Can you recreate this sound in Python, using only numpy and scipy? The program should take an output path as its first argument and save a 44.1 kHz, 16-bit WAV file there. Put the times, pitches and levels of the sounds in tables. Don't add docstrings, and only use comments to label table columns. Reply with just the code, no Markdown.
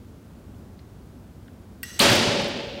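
import sys
import numpy as np
from scipy import signal
from scipy.fft import rfft, irfft, next_fast_len
from scipy.io import wavfile
from scipy.ndimage import map_coordinates

SR = 44100
rng = np.random.default_rng(int(sys.argv[2]) if len(sys.argv) > 2 else 0)


def dump(signal):
    limited = np.clip(np.atleast_2d(signal).T, -1, 1)
    pcm = np.round(limited * 32767).astype(np.int16)
    wavfile.write(sys.argv[1], SR, pcm)


def boost_factor(decibels):
    exponent = np.asarray(decibels, float) / 20
    return 10 ** exponent


N = 123479


def unit(x):
    return x / np.sqrt(np.mean(x ** 2) + 1e-20)


def along(points, hz):
    f, value = np.transpose(points)
    return np.interp(np.log(hz + 1), np.log(f + 1), value)


def filtered(x, response):
    size = next_fast_len(len(x) + 8192)
    spectrum = rfft(x, size) * response(np.fft.rfftfreq(size, 1 / SR))
    return irfft(spectrum, size)[:len(x)]


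def hiss(colour, size):
    return unit(filtered(rng.standard_normal(size), lambda hz: boost_factor(along(colour, hz))))


def wobble(rate):
    return map_coordinates(rng.standard_normal(N // 20), [np.arange(N) * rate / SR])


def add(track, start_s, sound):
    part = track[round(start_s * SR):][:len(sound)]
    part += sound[:len(part)]


def decay(t, level_db, t60_s):
    return boost_factor(level_db - 60 * t / t60_s)


def swell(t, rise_s):
    return 1 - np.exp(-t / rise_s)


def peaks(rows, hz):
    return sum(boost_factor(db) / (1 + ((hz - centre) / (width / 2)) ** 2) for centre, width, db in rows)


def ring(modes, rise_s, dull_db_per_khz=0):
    t = np.arange(SR // 2) / SR
    out = np.zeros(len(t))
    for hz, db, t60_s in modes:
        level_db = db - dull_db_per_khz * hz / 1e3 + rng.normal(0, 1)
        out += decay(t, level_db, t60_s) * np.sin(2 * np.pi * hz * t)
    return out * swell(t, rise_s)


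def pings(events):
    out, t = np.zeros(N), np.arange(4096) / SR
    for start_s, level_db, hz, t60_s in events:
        bandwidth_hz = 0.3 * hz
        band = lambda f: np.exp(-((f - hz) / bandwidth_hz) ** 2)
        blur = unit(filtered(rng.standard_normal(len(t)), band))
        tone = np.sin(2 * np.pi * hz * t)
        add(out, start_s, decay(t, level_db, t60_s) * (0.7 * tone + 0.8 * blur))
    return out


# pitch_hz, t60_s
HALL_DECAY = [(100, 2.16), (280, 2.12), (520, 2.3), (1100, 1.356), (3300, 1.91), (6000, 1.21), (10000, 0.9),
              (15000, 0.63)]


def tail():
    hz, t, bins = signal.stft(rng.standard_normal(3 * SR // 2), SR, nperseg=256)
    dying = boost_factor(-60 * t / along(HALL_DECAY, hz)[:, None])
    return signal.istft(bins * dying, SR, nperseg=256)[1]


def hall(start_s, level_db, colour, spread=1):
    gap_s, rise_s = 0.0067, 0.016
    out, ringing = np.zeros(N), filtered(tail(), colour)
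    ringing /= np.std(ringing[:SR // 10])
    since_gap = np.maximum(np.arange(len(ringing)) / SR - gap_s, 0)
    add(out, start_s, boost_factor(level_db) * swell(since_gap, spread * rise_s) * ringing)
    flutter_db = 1.1 * wobble(70)
    return out * boost_factor(flutter_db)


# pitch_hz, width_hz, level_db
RISER = [(569, 35, 4.5), (230, 99, -2), (364, 60, -7.5), (2350, 33, -24), (3100, 200, -17),
         (4680, 1160, -7.5), (866, 27, 2.5)]


def bow_colour(points, hz):
    return boost_factor(along(points, hz)) * (1 + peaks(RISER, hz))


# pitch_hz, level_db
VENTILATION = [(15, -23), (30, -16), (60, 0.5), (105, 0.5), (140, -6), (225, -2.5), (400, -13.5),
               (1500, -29.5), (2500, -46)]
# pitch_hz, level_db
MIC_HISS = [(710, -41), (1200, -3.5), (3050, -8), (3790, -9), (14200, -18.5), (16000, -15.5)]


def room_tone():
    air_db = -44.5 + 0.56 * wobble(2.88) + 0.58 * wobble(10)
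    return boost_factor(air_db) * hiss(VENTILATION, N) + boost_factor(-64) * hiss(MIC_HISS, N)


# start_s, level_db
THUDS = [
    (2.101, -14),
    (2.173, -21),
    (2.274, -18),
]
# pitch_hz, level_db, t60_s
BUTT = [(115, 0, .13), (180, -1, .09), (235, -10, .25), (60, -9, .05)]
# pitch_hz, level_db
THUD_COLOUR = [(50, -19), (115, 1.5), (600, 3.5), (1000, -7), (3500, -8.5), (6000, -6.5), (9000, -17.5),
               (15500, -26)]


def butt():
    out = np.zeros(N)
    for start_s, level_db in THUDS:
        add(out, start_s, boost_factor(level_db) * ring(BUTT, 0.0043))
    return out + hall(THUDS[0][0], -23, lambda f: bow_colour(THUD_COLOUR, f), spread=1.2)


# start_s, level_db, pitch_hz, t60_s
TICKS = [(1.9928, -16, 8200, .02), (1.9928, -28, 15000, .008), (1.9955, -24, 12700, .01),
         (2.0047, -20, 12200, .008), (2.012, -24, 9000, .012), (2.0172, -18, 13300, .005),
         (2.0202, -23, 12300, .007), (2.026, -22, 14000, .008), (2.029, -25, 11500, .01),
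         (2.039, -28, 11000, .008), (2.1, -31, 14000, .04), (2.119, -28, 11500, .02),
         (2.128, -29, 13000, .04), (2.152, -33, 13500, .06), (2.4195, -48, 11500, .015),
         (2.4424, -41, 11000, .012), (2.4832, -40, 12500, .012), (.7905, -54, 4200, .05),
         (1.4795, -48, 3400, .015), (1.483, -47, 1600, .03), (.545, -62, 3000, .04), (.792, -56, 2200, .04)]


def ticks():
    return pings(TICKS)


# start_s, level_db, dulling_db_per_khz
SNAPS = [
    (1.8308, -32, -.3),
    (1.8345, -27, .5),
    (1.8403, -43, 0),
]
# pitch_hz, level_db, t60_s
BLADE = [(1130, -23, .06), (1927, -1.5, 0.048), (2776, -6.5, 0.054), (4540, -5, 0.017), (5330, -12, 0.065),
         (8156, -5, .045), (8600, -14, .035), (10300, -25, .039), (12300, -4, 0.016), (14600, 2, 0.0074)]
# start_s, level_db, pitch_hz, t60_s
TOUCHES = [
    (1.8309, -16, 14200, .0035),
    (1.8402, -31, 14000, .005),
]
# pitch_hz, width_hz, level_db
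BLADE_FAR = [(1450, 270, -18), (1920, 140, -3), (2830, 130, -7), (3410, 50, -10), (4000, 160, -14),
             (4660, 110, -16), (5630, 330, -10), (6240, 110, -5.5), (7830, 160, -10), (7980, 230, -12),
             (10800, 500, -21), (12150, 500, -16)]
# pitch_hz, level_db
BLADE_BED = [(700, -60), (1200, -24), (6000, -18), (9000, -23), (15500, -28)]


def clicker():
    near, t = pings(TOUCHES), np.arange(4096) / SR
    for start_s, level_db, dull_db_per_khz in SNAPS:
        add(near, start_s, boost_factor(level_db) * ring(BLADE, 0.00015, dull_db_per_khz))
    snap_s = SNAPS[0][0]
    rattle = hiss([(700, -38), (1500, 3), (15500, -11)], len(t))
    add(near, snap_s, decay(t, -30.5, 0.044) * rattle)
    return near + hall(snap_s, -40.5, lambda f: boost_factor(along(BLADE_BED, f)) + peaks(BLADE_FAR, f))


# start_s, pitch_hz, level_db
WHISTLE = [
    (1.994, 2500, -40),
    (1.997, 2700, -16),
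    (1.9995, 3100, -15),
    (2.002, 4400, -11),
    (2.006, 4100, -15),
    (2.010, 4500, -19),
    (2.015, 3200, -26),
    (2.022, 2750, -15),
    (2.028, 2600, -40),
]
# pitch_hz, level_db
SWISH = [(250, -40), (600, -6), (2500, 0), (4500, -2), (6000, -16), (8000, -11), (12000, -15), (15500, -20)]


def string():
    start_s, hz, db = np.transpose(WHISTLE)
    t = np.arange(N) / SR
    phase = 2 * np.pi * np.cumsum(np.interp(t, start_s, hz)) / SR
    phase += 1.1 * wobble(900)
    level_db = np.interp(t, start_s, db, -120, -120) + 1.8 * wobble(700)
    out = boost_factor(level_db) * np.sin(phase)
    t = t[:SR // 4]
    add(out, 1.989, decay(t, -13.5, 0.14) * swell(t, 0.006) ** 2 * hiss(SWISH, len(t)))
    return out


# pitch_hz, level_db, t60_s
LIMBS = [(212, -8, 0.04), (388.4, -26, 0.41), (559, -22.5, 0.6), (1122, -24, 0.3)]
# pitch_hz, level_db
SLAM = [(60, 0), (150, -3.5), (500, -4), (1500, -5.5), (3000, -5.5), (5500, -11), (8500, -16.5),
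        (15500, -31.5)]


def limbs():
    slam_s, low_cut_hz = 2.003, 90
    out, t = np.zeros(N), np.arange(SR // 2) / SR
    slam = decay(t, -9.5, 0.17) * swell(t, 0.012) * hiss(SLAM, len(t))
    add(out, slam_s, slam + ring(LIMBS, 0.0013))
    out += hall(slam_s, -14.5, lambda f: bow_colour(SLAM, f))
    return filtered(out, lambda f: (1j * f / (low_cut_hz + 1j * f)) ** 2)


def scene():
    return (room_tone() + butt() + ticks() + clicker() + string() + limbs())[None]


def band_limit(x):
    return signal.sosfilt(signal.butter(12, 16840, fs=SR, output="sos"), x)


def record(dry):
    ceiling, knee = 0.6, 3
    top_hz, slope_hz, end_hz = 15800, 100, 16800
    held = dry[0] / (1 + np.abs(dry[0] / ceiling) ** knee) ** (1 / knee)
    top_cut = lambda hz: boost_factor(-34 * np.clip((hz - top_hz) / slope_hz, 0, 1)) * (hz < end_hz)
    return band_limit(filtered(held, top_cut)[None])


dry = scene()
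out = record(dry)
dump(out)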